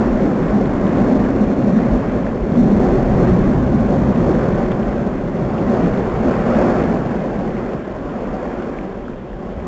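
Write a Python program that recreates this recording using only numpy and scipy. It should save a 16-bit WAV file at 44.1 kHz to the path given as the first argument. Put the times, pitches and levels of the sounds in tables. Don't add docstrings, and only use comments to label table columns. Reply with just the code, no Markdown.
import sys
import numpy as np
from scipy import signal
from scipy.fft import rfft, irfft
from scipy.io import wavfile
from scipy.ndimage import uniform_filter1d, minimum_filter1d

SR = 44100
rng = np.random.default_rng(int(sys.argv[2]) if len(sys.argv) > 2 else 0)


def generate_wav(signal):
    frames = np.transpose(np.atleast_2d(signal))
    scaled = np.clip(frames, -1, 1) * 32767
    pcm = np.round(scaled).astype(np.int16)
    wavfile.write(sys.argv[1], SR, pcm)


N = 426447
TIME = np.arange(N) / SR


def gain_of(db):
    return 10 ** (np.asarray(db) / 20)


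def evened(x):
    return x / np.sqrt(np.mean(x ** 2) + 1e-20)


def follow(rows):
    return np.interp(TIME, *np.transpose(rows))


def add(mix, start_s, sound):
    part = mix[round(start_s * SR):][:len(sound)]
    part += sound[:len(part)]


def flutter(rate_hz):
    hz = np.fft.rfftfreq(N, 1 / SR)
    return evened(irfft(rfft(rng.standard_normal(N)) / (1 + (hz / rate_hz) ** 4), N))


def swells(rows, rise_s, fall_s):
    total_db = np.zeros(N)
    for peak_s, lift_db in rows:
        age = TIME - peak_s
        total_db += lift_db * np.exp(-(age / np.where(age < 0, rise_s, fall_s)) ** 2)
    return total_db


def turbulence(tone, patchy_db, size=4096):
    hz = np.fft.rfftfreq(size, 1 / SR)
    real, imag, patches = rng.standard_normal((3, 4 * N // size + 5, len(hz)))
    patches = uniform_filter1d(patches, size=6, axis=0)
    patches = evened(uniform_filter1d(patches, size=9, axis=1))
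    pitch_hz, level_db = np.transpose(tone)
    tone_db = np.interp(np.log(hz + 1), np.log(pitch_hz), level_db)
    spectrum = (real + 1j * imag) * gain_of(tone_db + patchy_db * patches)
    _, noise = signal.istft(spectrum.T, nperseg=size, noverlap=size - size // 4)
    return evened(noise[:N])


def steadied(noise, span_s):
    window = np.hanning(int(span_s * SR))
    power = signal.fftconvolve(noise ** 2, window, "same")
    power /= signal.fftconvolve(np.ones(N), window, "same")
    return noise / np.sqrt(power)


# pitch_hz, level_db
POOL_TONE = [(10, -24), (24, -12.5), (38, -4.5), (50, -0.5), (66, -9.5), (86, -15.5), (130, -33.5),
             (300, -77.5)]
# time_s, level_db
POOL_CHURN = [(0, -24), (1.2, -28), (2.3, -30.5), (3.0, -20.5), (4.1, -24.5), (5.3, -32), (6.05, -27.5),
              (7.0, -31.5), (7.9, -34), (9.15, -34.5), (9.67, -32)]
# peak_s, lift_db
POOL_HEAVES = [(0.12, 2), (0.4, -2), (0.58, 3), (1.22, 4), (1.48, 4), (1.94, 14), (2.07, 6), (2.43, 8),
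               (2.63, 4), (3.15, 2), (3.4, -1), (4.87, 6), (8.32, 7), (9.6, 5)]


def pool_rumble():
    heaves_db = swells(POOL_HEAVES, rise_s=0.032, fall_s=0.033)
    level_db = follow(POOL_CHURN) + heaves_db + 0.94 * flutter(rate_hz=10) - 1.2
    return gain_of(level_db) * steadied(turbulence(POOL_TONE, patchy_db=5.5), span_s=0.27)


# pitch_hz, level_db
PIPE_TONE = [(40, -26), (58, -4.5), (72, -2), (86, -11), (105, -2), (133, 1.5), (160, -3.5), (200, -14),
             (400, -73.5)]
# time_s, level_db
PIPE_LEVEL = [(0, -30), (1.3, -24), (1.8, -27.5), (2.3, -26.5), (2.65, -24.5), (3.2, -18), (4.0, -22),
              (4.45, -23), (5.1, -29), (5.85, -24), (6.25, -27.5), (6.75, -26.5), (7.5, -32.5),
              (7.95, -36.5), (9.1, -39), (9.67, -39.5)]


def pipe_drone():
    level_db = follow(PIPE_LEVEL) + flutter(rate_hz=9.8)
    return gain_of(level_db) * steadied(turbulence(PIPE_TONE, patchy_db=0.4), span_s=0.92)


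# pitch_hz, level_db
BOOM_TONE = [(90, -39.5), (135, -15.5), (165, -5.5), (195, -1.5), (228, -0.5), (270, -3.5), (310, -12),
             (420, -22), (900, -72)]
# time_s, shift_semitones
BOOM_DRIFT = [(0, .7), (2.0, .8), (2.75, -.2), (3.9, .3), (4.55, -0.898), (5.5, -.3), (7.0, -.7), (8.1, .3),
              (9.67, 0)]


def crater_boom(gas_db, weight_db):
    level_db = -19.5 + 0.98 * gas_db + weight_db + 1.2 * flutter(rate_hz=5.3)
    noise = turbulence(BOOM_TONE, patchy_db=2)
    speed = 2 ** (follow(BOOM_DRIFT) / 12)
    drifting = np.interp(np.cumsum(speed / speed.mean()), np.arange(N), noise)
    return gain_of(level_db) * steadied(drifting, span_s=0.21)


# pitch_hz, level_db
JET_TONE = [(250, -38.5), (380, -9.5), (455, -3), (545, -1.5), (590, -1), (660, -7), (765, -7.5),
            (850, -15), (1200, -33), (3000, -70)]


def gas_jet(gas_db, puffs_db):
    level_db = -23.5 + 0.86 * gas_db + puffs_db + 1.04 * flutter(rate_hz=9.9)
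    return gain_of(level_db) * steadied(turbulence(JET_TONE, patchy_db=1.06), span_s=0.24)


# pitch_hz, level_db
THROAT_TONE = [(150, -34), (260, -13.5), (320, -3.5), (362, 2), (400, -1), (450, -12), (560, -33),
               (900, -67.5)]
# time_s, lift_db
THROAT_RING = [(0, -1), (1.2, -1), (1.75, -0.5), (2.3, -2), (2.62, 2), (2.9, 5), (3.06, -3), (3.22, 5),
               (3.9, -3.5), (4.27, 1.5), (5.2, -0.5), (5.8, -2), (6.3, -1), (6.5, -6.5), (6.68, 0),
               (7.0, -3.5), (7.6, 0), (8.1, -5.5), (8.6, -1.5), (9.67, -2)]


def throat_note(gas_db, puffs_db):
    level_db = -24 + 0.7 * gas_db + 0.8 * puffs_db + follow(THROAT_RING) + 0.65 * flutter(rate_hz=7.9)
    return gain_of(level_db) * steadied(turbulence(THROAT_TONE, patchy_db=2.5), span_s=0.29)


# pitch_hz, level_db
SPRAY_TONE = [(400, -20.5), (750, -0.5), (900, -1.5), (1060, 2), (1250, -3.5), (1550, -4.5), (2000, -10.5),
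              (2500, -17.5), (3200, -28.5), (4500, -40.5), (8000, -53.5)]


def spray(fountain_db):
    level_db = fountain_db + 0.42 + 0.5 * flutter(rate_hz=80)
    return gain_of(level_db) * turbulence(SPRAY_TONE, patchy_db=1.5, size=2048)


def snap(pitch_hz, cycles):
    turns = (np.arange(SR // 50) / SR - 0.002) * pitch_hz
    return np.exp(-(turns / cycles) ** 2) * np.sin(2 * np.pi * turns)


def spatter(fountain_db, lumps_per_s=640, spread_db=4.5, dull_db_per_octave=6, pitches=24):
    out = np.zeros(N)
    for pitch_hz in np.geomspace(1100, 3200, pitches):
        lands = rng.random(N) < lumps_per_s / pitches / SR
        size = np.minimum(rng.exponential(1, N), 3.5)
        clicks = lands * gain_of(spread_db * size - dull_db_per_octave * np.log2(pitch_hz / 1000))
        out += signal.oaconvolve(clicks, snap(pitch_hz, cycles=0.75))[:N]
    return gain_of(0.86 * fountain_db - 17) * evened(out)


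def sizzle():
    # pitch_hz, level_db
    tone = [(1200, -21), (2400, 7), (3200, 8), (4200, -8), (6000, -18), (8000, -31)]
    hiss = turbulence(tone, patchy_db=-1, size=256)
    return gain_of(-59 + 1.5 * flutter(rate_hz=150)) * hiss


# peak_s, pitch_hz, level_db
BUBBLES = [(0.56, 205, -13.5), (0.86, 190.5, -16), (1.01, 196, -16), (1.13, 230.7, -13),
           (1.419, 216.3, -14), (1.67, 205.7, -15), (1.77, 219, -12), (1.96, 247.8, -17),
           (2.14, 224, -21.5), (2.59, 228.8, -11), (2.65, 189.6, -17), (2.74, 198.4, -14.5),
           (2.85, 342, -24), (2.96, 373, -22), (3.29, 223, -14.5), (3.34, 182.8, -13.5),
           (3.76, 197.6, -15.5), (3.84, 230.7, -17), (4.11, 189.3, -17), (4.19, 230, -18.5),
           (4.29, 358, -23), (4.39, 222.3, -14.5), (4.49, 165.3, -22), (5.16, 254.6, -24.5),
           (5.71, 229, -16), (5.849, 173.5, -15.5), (5.95, 191.6, -20), (6.16, 214, -20.5),
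           (6.27, 253.6, -17), (6.56, 229, -16), (6.62, 366, -21), (6.68, 256, -21), (6.84, 254.5, -17),
           (7.552, 222, -23), (8.17, 239, -28), (9.489, 190.7, -28)]


def bubble_thumps(rise_s=0.029, fall_s=0.027, sag_per_s=1.093, waver=0.048, lift_db=0.2):
    out = np.zeros(N)
    age = np.arange(-SR // 10, SR // 6) / SR
    for peak_s, pitch_hz, level_db in BUBBLES:
        shake = evened(uniform_filter1d(rng.standard_normal(len(age)), size=300))
        sagging_hz = pitch_hz * (1 - sag_per_s * age + waver * shake)
        turns = np.cumsum(sagging_hz) / SR + rng.random()
        note = np.sqrt(2) * np.sin(2 * np.pi * turns)
        swell = np.exp(-(age / np.where(age < 0, rise_s, fall_s)) ** 2)
        add(out, peak_s + age[0], gain_of(level_db + lift_db) * swell * note)
    return out


# start_s, pitch_hz, ring_db, shards_db, shards_fade_s
LAVA_CRACKS = [(0.655, 3400, -33, -30, .004), (0.867, 3300, -32, -28, .001), (2.266, 1700, -24, -33, .002),
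               (2.374, 1900, -30, -38, .001), (3.272, 1600, -23, -32, .002), (4.714, 3300, -38, -30, .009),
               (4.718, 1400, -24, -33, .002), (4.829, 3000, -36, -34, .002), (5.582, 2760, -31, -32, .003),
               (5.825, 2800, -42, -31, .008), (7.566, 2100, -28, -31, .001), (8.093, 2900, -36, -37, .002),
               (8.63, 3010, -39, -38, .002), (8.786, 2300, -28.5, -32, .003),
               (9.081, 1400, -24.5, -37, .003), (9.1, 1500, -34, -38, .003), (9.132, 2500, -40, -36, .003),
               (9.33, 1810, -31, -38, .003), (9.599, 2410, -38, -37, .003)]


def lava_cracks(rise_s=0.002):
    out = np.zeros(N)
    age = np.arange(SR // 50) / SR
    for start_s, pitch_hz, ring_db, shards_db, fade_s in LAVA_CRACKS:
        band = signal.butter(4, [0.4 * pitch_hz, 1.05 * pitch_hz], "bandpass", fs=SR, output="sos")
        shards = evened(signal.sosfilt(band, rng.standard_normal(len(age)))) / 2
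        shards *= np.minimum(age / rise_s, 1) ** 3 * np.exp(-np.maximum(age - rise_s, 0) / fade_s)
        ring = snap(pitch_hz, cycles=2)
        add(out, start_s, gain_of(ring_db) * ring + gain_of(shards_db) * shards)
    return out


# time_s, level_db
GAS_PUSH = [(0, 1), (0.8, -1), (1.08, 2.5), (1.55, -2), (1.8, 0), (2.4, -4.5), (2.8, 0.5), (3.3, 0.5),
            (3.72, -2), (4.35, 0.9), (4.8, -2), (5.3, -5.5), (5.78, 1.5), (6.12, -1), (6.35, 2.5),
            (6.49, 2.2), (6.63, 4), (6.78, 2.7), (7.1, -2.5), (7.66, -5), (7.88, -8), (8.55, -4.5),
            (8.95, -11), (9.28, -15), (9.67, -10)]
# time_s, lift_db
BOOM_WEIGHT = [(0, 1.5), (0.85, 2), (1.15, 4), (1.35, 2), (1.75, 6), (2.03, 0), (2.42, 3), (2.66, 7.5),
               (2.95, 2), (3.55, 3), (3.76, 5), (4.5, 0), (5.3, 2.5), (6.4, -3), (7.3, 0), (7.75, -1.5),
               (8.5, -3), (9.05, 1.5), (9.67, -0.5)]
# peak_s, lift_db
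GAS_PUFFS = [(.91, -0.5), (2.15, 2.5), (2.85, 3), (2.96, 2), (3.21, 4), (3.29, 0.5), (3.92, 6), (4.31, 4),
             (5.73, 4), (6.3, 2), (6.39, 0), (6.615, 5.3), (6.68, 3), (7.73, 2.5), (9.46, 2.5)]
# peak_s, lift_db
TALL_THROWS = [(1.13, -0.5), (2.8, 1), (3.25, 1.5), (4.42, 1.3), (5.86, 0.7), (6.34, 1.5), (6.53, 1),
               (7.42, 0.5), (7.58, 1.5), (8.74, 1)]


def scene():
    gas_db, weight_db = follow(GAS_PUSH), follow(BOOM_WEIGHT)
    puffs_db = swells(GAS_PUFFS, rise_s=0.033, fall_s=0.032)
    throws_db = swells(TALL_THROWS, rise_s=0.054, fall_s=0.096)
    fountain_db = -31.5 + 0.86 * gas_db + 0.093 * puffs_db + throws_db
    fountain_db -= 0.15 * weight_db
    mix = pool_rumble() + pipe_drone() + crater_boom(gas_db, weight_db)
    mix += gas_jet(gas_db, puffs_db) + throat_note(gas_db, puffs_db)
    mix += spray(fountain_db) + spatter(fountain_db) + sizzle()
    mix += bubble_thumps() + lava_cracks()
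    return mix[None]


# rate_hz, depth_db
TIME_WOBBLES = [(1950, -10), (3900, -11.5), (4500, -20), (5250, -26.5), (5850, -15), (6450, -20.5),
                (7800, -20)]
# pitch_hz, level_db
TREBLE_LOSS = [(7600, 0), (8000, -12.5), (8400, -12), (9600, -21)]


def record(dry, ceiling_db=-4, jitter_db=-22, highest_hz=9600):
    allowed_gain = (1 + (abs(dry[0]) / gain_of(ceiling_db)) ** 8) ** (-1 / 8)
    limited = dry[0] * uniform_filter1d(minimum_filter1d(allowed_gain, size=120), size=120)
    wobble = sum(gain_of(db) * np.sin(2 * np.pi * (hz * TIME + rng.random())) for hz, db in TIME_WOBBLES)
    jitter = gain_of(jitter_db) * rng.standard_normal(N)
    fizzy = limited + np.gradient(limited) * (wobble + jitter)
    treble_db = np.interp(np.fft.rfftfreq(N, 1 / SR), *np.transpose(TREBLE_LOSS))
    dulled = irfft(rfft(fizzy) * gain_of(treble_db), N)
    treble_cut = signal.firwin(301, highest_hz, window=("kaiser", 8), fs=SR)
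    return signal.oaconvolve(dulled, treble_cut, "same")[None]


dry = scene()
out = record(dry)
generate_wav(out)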